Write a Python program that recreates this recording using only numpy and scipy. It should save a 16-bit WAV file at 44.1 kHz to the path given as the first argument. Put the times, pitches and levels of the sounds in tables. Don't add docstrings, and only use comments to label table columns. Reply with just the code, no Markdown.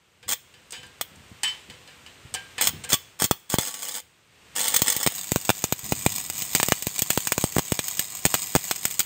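import sys
import numpy as np
from scipy import signal
from scipy.fft import rfft, irfft
from scipy.io import wavfile
from scipy.ndimage import uniform_filter1d

SR = 44100
rng = np.random.default_rng(int(sys.argv[2]) if len(sys.argv) > 2 else 0)


def unload_audio(sound):
    columns = np.transpose(np.atleast_2d(sound))
    steps = np.round(np.clip(columns, -1, 1) * 32767)
    wavfile.write(sys.argv[1], SR, steps.astype(np.int16))


N = 399105
TIME = np.arange(N) / SR
HALF_WAVE_HZ, CUTOFF_HZ = 100, 15700


def from_db(db):
    return 10 ** (np.asarray(db) / 20)


def unit_rms(x):
    return x / np.sqrt(np.mean(x ** 2) + 1e-20)


def unit_pop(x):
    return x / np.sqrt(np.sum(x ** 2) / (.004 * SR))


def curve(rows):
    return np.interp(TIME, *np.transpose(rows))


def drift(rate_hz):
    knots_s = np.arange(0, 10, 1 / rate_hz)
    values = rng.standard_normal(4096)[:len(knots_s)]
    return unit_rms(np.interp(TIME, knots_s, values))


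def add(out, start_s, sound):
    i = max(round(start_s * SR), 0)
    out[i:i + len(sound)] += sound[:max(N - i, 0)]


def noise_burst(decay_s):
    return rng.standard_normal(SR) * np.exp(-TIME[:SR] / decay_s)


def colour(x, spectrum, resonances=(), depth=1):
    size = 4096
    hz = np.arange(size // 2 + 1) * SR / size + 1
    points_hz, points_db = np.transpose(spectrum)
    db = np.interp(np.log(hz), np.log(points_hz), points_db)
    for centre_hz, width_hz, peak_db in resonances:
        db += depth * peak_db / (1 + (2 * (hz - centre_hz) / width_hz) ** 2)
    gain = from_db(db)
    gain /= np.sqrt(np.mean(gain ** 2 * (hz < CUTOFF_HZ)))
    cepstrum = irfft(np.log(gain))[:size // 2]
    cepstrum[1:] *= 2
    response = irfft(np.exp(rfft(cepstrum, size)))
    return signal.oaconvolve(x, response)[:N]


def ring(x, hz, t60_s):
    r, w = 10 ** (-3 / (t60_s * SR)), 2 * np.pi * hz / SR
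    gain = np.sin(w) * np.sqrt(2 * (1 - r * r))
    return signal.lfilter([gain], [1, -2 * r * np.cos(w), r * r], x + 1e-18)


def echoes(x, echo_db, count=14, first_s=.0007064, last_s=.007, sway_s=.00005):
    out, gain = x.copy(), from_db(echo_db)
    for delay_s in np.geomspace(first_s, last_s, count) * rng.uniform(.93, 1.07, count):
        lag_s = delay_s + sway_s * drift(.97)
        out += rng.choice([-1, 1]) * gain * np.interp(TIME - lag_s, TIME, x)
    return out / np.sqrt(1 + count * gain ** 2)


def behind_shield(at_s=5.11, move_s=.15):
    return np.clip((TIME - at_s) / move_s + .5, 0, 1)


# t/s, level/dB
BACKGROUND_LEVEL = [(0, -64), (.5, -56.5), (1.3, -51.5), (2.2, -51.5), (2.75, -47), (3.3, -59),
                    (4.25, -60.5), (4.55, -51), (9.05, -50.5)]
# f/Hz, level/dB
BACKGROUND_SPECTRUM = [(18, -52), (30, -24), (79, -3.5), (141, -5), (252, -11.5), (404, -10), (684, -14),
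                       (1010, -13), (2010, -12.5), (2750, -11), (5450, -21.5), (8300, -19.5), (10200, -33),
                       (14800, -29), (16000, -50.5)]

def background():
    return from_db(curve(BACKGROUND_LEVEL)) * colour(rng.standard_normal(N), BACKGROUND_SPECTRUM)


# t/s, level/dB, contact decay/s, share into the rod rather than the frame/0-1
KNOCKS = [(0.228, -45, .012, .05), (0.539, -49, .013, .5), (0.728, -36, 0.041, 0.71),
          (.831, -40, 0.0092, .05), (1.434, -22.5, 0.021, 1), (1.477, -30.5, 0.011, 1),
          (1.699, -36.5, 0.007, 0.4), (1.876, -40, 0.0037, .2), (2.063, -40.5, 0.0069, 0.7),
          (2.343, -30, 0.019, .28), (2.581, -22, 0.0055, 0), (2.84, -34, 0.011, .2)]
# f/Hz, level/dB, t60/s
ROD_MODES = [(995, -16, 0.26), (1750, -12, 0.29), (2350, -29, 0.11), (2700, -30, .15), (3053, -0.5, 0.15),
             (3500, -24, .15), (3800, -19.5, 0.2), (4385, -21, .2), (4795, -11, 0.1), (5400, -16.5, 0.15),
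             (6790, -19, .13), (7900, -12.5, 0.12)]
# f/Hz, level/dB, t60/s
FRAME_MODES = [(492, -4.5, 0.42), (510, -11, 0.54), (757, -6.5, 0.13), (1005, -8, 0.2), (1599, -1.5, 0.36),
               (1740, -5.5, 0.082), (2350, -10.5, 0.33), (2470, -10, 0.34), (2700, -18, 0.23),
               (3316, -22, .22), (4890, -10, 0.19), (6713, -19, .13)]
# f/Hz, level/dB
CLANK_SPECTRUM = [(200, -51), (650, -21), (900, 0), (1350, -11.5), (1800, -0.5), (3100, 0.5), (4500, -6.5),
                  (6000, -12.5), (8000, -8), (10500, -24), (15000, -25)]

def knocks(rod_db=-1, frame_db=-2, clank_db=-1, shimmer_db=-11, shimmer_s=.072):
    on_rod, on_frame, shimmer = np.zeros((3, N))
    for start_s, db, decay_s, share in KNOCKS:
        contact = from_db(db) * noise_burst(decay_s)
        add(on_rod, start_s, share * contact)
        add(on_frame, start_s, (1 - share) * contact)
        add(shimmer, start_s, from_db(db + shimmer_db) * noise_burst(shimmer_s))
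    rod = sum(from_db(db + rod_db) * ring(on_rod, hz, t60_s) for hz, db, t60_s in ROD_MODES)
    frame = sum(from_db(db + frame_db) * ring(on_frame, hz, t60_s) for hz, db, t60_s in FRAME_MODES)
    clank = from_db(clank_db) * (on_rod + on_frame)
    return rod + frame + colour(clank + shimmer, CLANK_SPECTRUM)


# t/s, level/dB, decay/s
BUMPS = [(.258, -44.5, 0.033), (0.778, -47, 0.034), (.859, -45, .015), (1.315, -34.5, 0.0054),
         (1.681, -40.5, 0.026), (2.249, -39, 0.0085), (2.34, -42, 0.014), (2.661, -42, 0.068),
         (2.73, -38.5, 0.063), (5.83, -42, .4)]

def handling(aiming_s=(.5, 3.9), fidgets=7, fidget_db=-46, fidget_decay_s=.014):
    out = np.zeros(N)
    faint = [(start_s, fidget_db, fidget_decay_s) for start_s in rng.uniform(*aiming_s, fidgets)]
    for start_s, db, decay_s in BUMPS + faint:
        add(out, start_s, from_db(db) * noise_burst(decay_s))
    dull = [(30, -23.5), (80, 2), (130, 1), (220, -4), (450, -20.5), (1500, -53), (8000, -78.5)]
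    return colour(out, dull)


# start/s, stop/s, settled level/dB
STRIKES = [(0.276, 0.339, -35), (2.602, 2.695, -31.5), (2.888, 2.951, -30.5), (3.19, 3.261, -33.5),
           (3.492, 3.562, -36.5), (3.586, 4.003, -36.5)]
# t/s, level/dB
WELD_LEVEL = [(4.72, -27), (4.77, -29.5), (4.91, -28.5), (5.06, -33.5), (5.12, -34), (5.73, -39),
              (5.89, -36.5), (6.54, -32), (6.87, -33.5), (7.25, -34), (7.34, -37.5), (8.11, -33.5),
              (8.45, -31.5), (8.95, -33.5), (9.05, -36.5)]

def arc_gain(build_s=.0085, hot_db=7.5, hot_s=.09, settle_s=.031,
             weld_start_s=4.552, weld_hot_db=2, weld_hot_s=.17, waver_db=1.62, waver_hz=12):
    gain = np.zeros(N)
    for start_s, stop_s, db in STRIKES:
        age_s = np.maximum(TIME - start_s, 0)
        build = 1 - np.exp(-age_s / build_s)
        hot = np.clip(1 - (age_s - hot_s) / settle_s, 0, 1)
        gain += (TIME < stop_s) * build * from_db(db + hot_db * hot)
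    age_s = np.maximum(TIME - weld_start_s, 0)
    build = 1 - np.exp(-age_s / build_s)
    gain += build * from_db(curve(WELD_LEVEL) + weld_hot_db * (age_s < weld_hot_s))
    return uniform_filter1d(gain, size=60) * from_db(waver_db * drift(waver_hz))


def sizzle(peak_s=.0015, jitter_s=.0007, flare_s=.0015, fade_s=.0015, uneven_db=6,
           spark_rate=90, spark_db=2.5, spark_s=.0014):
    phase = ((TIME - peak_s + jitter_s * drift(40)) * HALF_WAVE_HZ + .5) % 1 - .5
    from_peak_s = phase / HALF_WAVE_HZ
    flare = np.exp(-(2 * from_peak_s / flare_s) ** 2) * from_db(uneven_db * drift(100))
    linger = np.exp(-1 / (fade_s * SR))
    power = signal.lfilter([1 - linger], [1, -linger], flare)
    power = power / power.mean() + .13
    fires = rng.random(N) < spark_rate * power / SR
    sparks = fires * from_db(spark_db * np.minimum(rng.exponential(1, N), 4))
    spray = signal.lfilter([1], [1, -np.exp(-1 / (spark_s * SR))], sparks + 1e-18)
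    return unit_rms(rng.standard_normal(N) * np.sqrt(power + spray ** 2))


# f/Hz, level/dB
OPEN_SPECTRUM = [(60, -38), (150, 3), (400, 0), (800, 4), (1500, 6.5), (2500, 5), (4200, 4.5), (5800, 3.5),
                 (6700, 11.5), (8400, 12.5), (9700, 2), (11000, -3.5), (13000, 5), (15000, 7.5)]
# f/Hz, width/Hz, peak/dB at depth 1
GAP_RESONANCES = [(488, 45, 10), (890, 120, 5.5), (1133, 36, 10), (1925, 77, 5), (2330, 24, 6),
                  (2900, 33, 0), (3366, 310, 9.5), (5180, 460, 6.5), (6700, 330, 3.5), (8770, 520, 4.5)]
# f/Hz, level/dB
SHIELDED_SPECTRUM = [(60, -23), (150, 2.5), (400, -13), (800, -6), (1500, -6), (2000, -8), (4200, -1),
                     (5900, -4.5), (6600, 5), (8400, 8), (9700, -9.5), (11000, -6), (13000, 1.5),
                     (15000, 3.5)]
# f/Hz, width/Hz, peak/dB at depth 1
SHIELD_RESONANCES = [(765, 360, 5), (1140, 68, -0.5), (1990, 430, 5), (2387, 250, 5), (2740, 230, 4),
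                     (3430, 790, 3), (4540, 140, 2.5), (5080, 310, 5), (6620, 1140, 4.5), (8150, 350, 3),
                     (8660, 140, -1.5), (14000, 610, 3)]

def arc(gain):
    source, behind = gain * sizzle(), behind_shield()
    in_open = colour(source * (1 - behind), OPEN_SPECTRUM, GAP_RESONANCES, depth=1.06)
    shielded = colour(source * behind, SHIELDED_SPECTRUM, SHIELD_RESONANCES, depth=1.34)
    return echoes(in_open, echo_db=-16) + echoes(shielded, echo_db=-17.5)


# t/s, crack/dB, blast/dB, thump/dB, second burst strength/0-1
POPS = [(0.29, -21, -35, -55, 0), (0.3208, -19.5, -35, -63, 1), (1.0114, -17.5, -28.5, -42.5, 0),
        (2.611, -14.5, -28.5, -44, .7), (2.6716, -10.5, -33.5, -36, 0), (2.921, -18.5, -32, -57, 0),
        (2.9307, -11.5, -29.5, -22, .7), (3.2208, -21.5, -24.5, -23, .2), (3.242, -13.5, -52, -23, .3),
        (3.3111, -13, -18.5, -15, 0), (3.5405, -20, -24.5, -15, 0), (3.5849, -15, -30, -17.5, 0),
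        (3.83, -26.5, -46, -58, 0), (3.886, -26.5, -50.5, -58, 0), (4.6808, -16, -52, -58, 0),
        (4.743, -14, -32, -49, .3), (4.763, -8.5, -49, -35, 0), (4.8192, -11, -35, -19, 0),
        (4.9007, -14.5, -38, -50, 0), (4.9647, -18, -45, -30, 0), (4.924, -17, -47, -54, 0),
        (5.03, -17.5, -37, -57, .6), (5.064, -14.5, -23.5, -19.5, 1), (5.319, -16, -40, -16.5, 0),
        (5.3599, -18, -24.5, -15, 0), (5.4927, -15.5, -16, -16.5, .9), (5.6408, -15, -29, -21.5, 0),
        (5.7241, -14.5, -29.5, -19, 0), (5.922, -17.5, -26.5, -15, .15), (6.0632, -14, -26, -12, 0),
        (6.3, -21.5, -36.5, -36, 0), (6.4208, -19, -66, -36, 0), (6.5507, -11, -30, -22, .4),
        (6.6, -17.5, -20.5, -27, 0), (6.63, -13.5, -23, -25, 0), (6.6853, -17.5, -27, -23, 0),
        (6.7212, -13, -18, -15, 0), (6.8234, -22.5, -46, -42, 0), (6.8693, -19, -40, -21, 0),
        (6.9911, -15.5, -46, -37.5, 0), (7.0207, -14, -41, -23.5, 0), (7.1036, -12.5, -28, -24.5, 0),
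        (7.1753, -17, -22, -17, 0), (7.272, -17, -28, -32, 0), (7.3209, -14.5, -20.5, -26.5, 0),
        (7.3799, -18, -25.5, -20, 0), (7.44, -19, -30.5, -14, 0), (7.5654, -24, -25, -14, 0),
        (7.5833, -16.5, -23, -17, .6), (7.7208, -16.5, -30, -14.5, 0), (7.7916, -18, -29, -25.5, 0),
        (7.882, -20, -42, -43, 0), (7.9936, -13.5, -46, -31, 0), (8.253, -10.5, -33, -16, .5),
        (8.3416, -12, -24.5, -25.5, .4), (8.552, -14.5, -19, -13.5, .9), (8.7116, -15.5, -24, -31.5, 0),
        (8.853, -14.5, -36, -29, 0), (8.9935, -12, -43, -35, .9)]

def drops(gain, second_s=.0093, spits_per_s=2, usual_arc_db=-33.5, spit_db=(-25, -55, -48.5)):
    bursts = []
    for start_s, *levels_db, second in POPS:
        bursts.append((start_s, *levels_db))
        if second:
            bursts.append((start_s + second_s, *np.add(levels_db, 20 * np.log10(second))))
    half_waves = np.arange(0, N, round(SR / HALF_WAVE_HZ))
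    strength = gain[half_waves] / from_db(usual_arc_db)
    chance = spits_per_s / HALF_WAVE_HZ * strength ** 1.5
    spits = rng.random(len(half_waves)) < chance
    sizes_db = rng.normal(0, .5, len(half_waves))
    for i, size_db in zip(half_waves[spits], sizes_db[spits]):
        bursts.append((i / SR, *np.add(spit_db, size_db)))
    return bursts


# f/Hz, level/dB
CRACK_SPECTRUM = [(60, -0.5), (400, -5.5), (800, 5), (1500, 8.5), (2500, 11), (4200, 10), (5800, 8),
                  (6700, 14), (8400, 16.5), (9700, 3), (11000, 1), (13000, 9.5), (15000, 14)]

def cracks(bursts, soft_s=.0046, hard_s=.0043, front_s=.00041, split_hz=5800, neutral_blast_db=-26):
    out, t = np.zeros(N), TIME[:SR // 20]
    low_pass = signal.butter(1, split_hz, fs=SR)
    for start_s, crack_db, blast_db, thump_db in bursts:
        tilt = from_db(.21 * (neutral_blast_db - blast_db) + rng.standard_normal())
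        hardness = np.clip((thump_db - crack_db) / 20 + 1, 0, 1)
        decay_s = soft_s + hardness * (hard_s - soft_s)
        envelope = np.exp(-t / decay_s) + 3 * hardness * np.exp(-t / front_s)
        noise = rng.standard_normal(len(t)) * envelope
        body = signal.lfilter(*low_pass, noise)
        crack = body / tilt + (noise - body) * tilt
        add(out, start_s, from_db(crack_db) * unit_pop(crack))
    behind = behind_shield()
    in_open = colour(out * (1 - behind), CRACK_SPECTRUM, GAP_RESONANCES, depth=.7)
    shielded = colour(out * behind, CRACK_SPECTRUM, SHIELD_RESONANCES, depth=.91)
    return (echoes(in_open, echo_db=-11.5, count=8, last_s=.004)
            + echoes(shielded, echo_db=-19, count=6, last_s=.003))


def blasts(bursts, blast_s=.00023, push_s=.00098, rise_s=.00036, recover_hz=115, damping=.62,
           echo_gain=.52, echo_s=(.0008, .002796)):
    out, t = np.zeros(N), TIME[:SR // 20]
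    w = 2 * np.pi * recover_hz
    recovery = signal.bilinear([1, 0, 0], [1, 2 * damping * w, w * w], SR)
    for start_s, _, blast_db, thump_db in bursts:
        heaviness_db = np.clip(thump_db - blast_db, -10, 20)
        stretch = from_db(.22 * heaviness_db + rng.normal(0, .29))
        u = t / (blast_s * stretch) - 2
        direct = u * np.exp(-u * u)
        echo = np.interp(t - rng.uniform(*echo_s), t, direct, left=0)
        wave = from_db(blast_db) * unit_pop(direct + echo_gain * echo)
        after_s = np.maximum(t - 2 * blast_s * stretch, 0)
        push = np.exp(-after_s / (push_s * stretch)) * (1 - np.exp(-after_s / rise_s))
        thump = from_db(thump_db) * unit_pop(signal.lfilter(*recovery, push))
        add(out, start_s, rng.choice([-1, 1]) * (wave + thump))
    return out


# t/s, level/dB
SCRATCHES = [(.707, -37), (.722, -31), (.865, -48), (1.158, -47.5), (1.433, -20), (2.34, -22.5),
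             (2.348, -25), (2.838, -33), (2.847, -34)]
# f/Hz, level/dB
SCRATCH_SPECTRUM = [(150, -33.5), (500, -6.5), (2000, -10.5), (5500, -1.5), (7000, 1.5), (8700, 5.5),
                    (10500, -14.5), (15000, -13)]

def scratches(decay_s=.0058):
    out = np.zeros(N)
    for start_s, db in SCRATCHES:
        add(out, start_s, from_db(db) * noise_burst(decay_s))
    return colour(out, SCRATCH_SPECTRUM)


def tail(x, t60_s, spectrum):
    t = TIME[:SR // 2]
    response = rng.standard_normal(len(t)) * 10 ** (-3 * t / t60_s) * (t > .005)
    response /= np.sqrt(np.sum(response ** 2))
    return colour(signal.oaconvolve(x, response)[:N], spectrum)


def room(x, early_db=-16, early_t60_s=.064, walls_db=-19, walls_t60_s=.21, late_db=-28, late_t60_s=.59):
    in_open = x * (1 - behind_shield())
    early = tail(x, early_t60_s, [(100, -7), (600, -19.5), (3000, 6), (8000, -4.5), (15000, 4.5)])
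    walls = tail(in_open, walls_t60_s, [(100, -13), (600, -9.5), (3000, 7), (8000, -5), (15000, 4)])
    late = tail(x, late_t60_s,
                [(100, -19), (500, -14.5), (1500, -3), (3000, 5), (8000, 2.5), (15000, 0)])
    return from_db(early_db) * early + from_db(walls_db) * walls + from_db(late_db) * late


def scene():
    gain = arc_gain()
    bursts = drops(gain)
    weld = arc(gain) + cracks(bursts) + blasts(bursts) + knocks() + scratches()
    return (background() + weld + room(weld) + handling())[None]


def record(dry, ceiling=2.0):
    low_pass = signal.ellip(10, .3, 60, CUTOFF_HZ, fs=SR, output="sos")
    return signal.sosfilt(low_pass, ceiling * np.tanh(dry / ceiling))


dry = scene()
out = record(dry)
unload_audio(out)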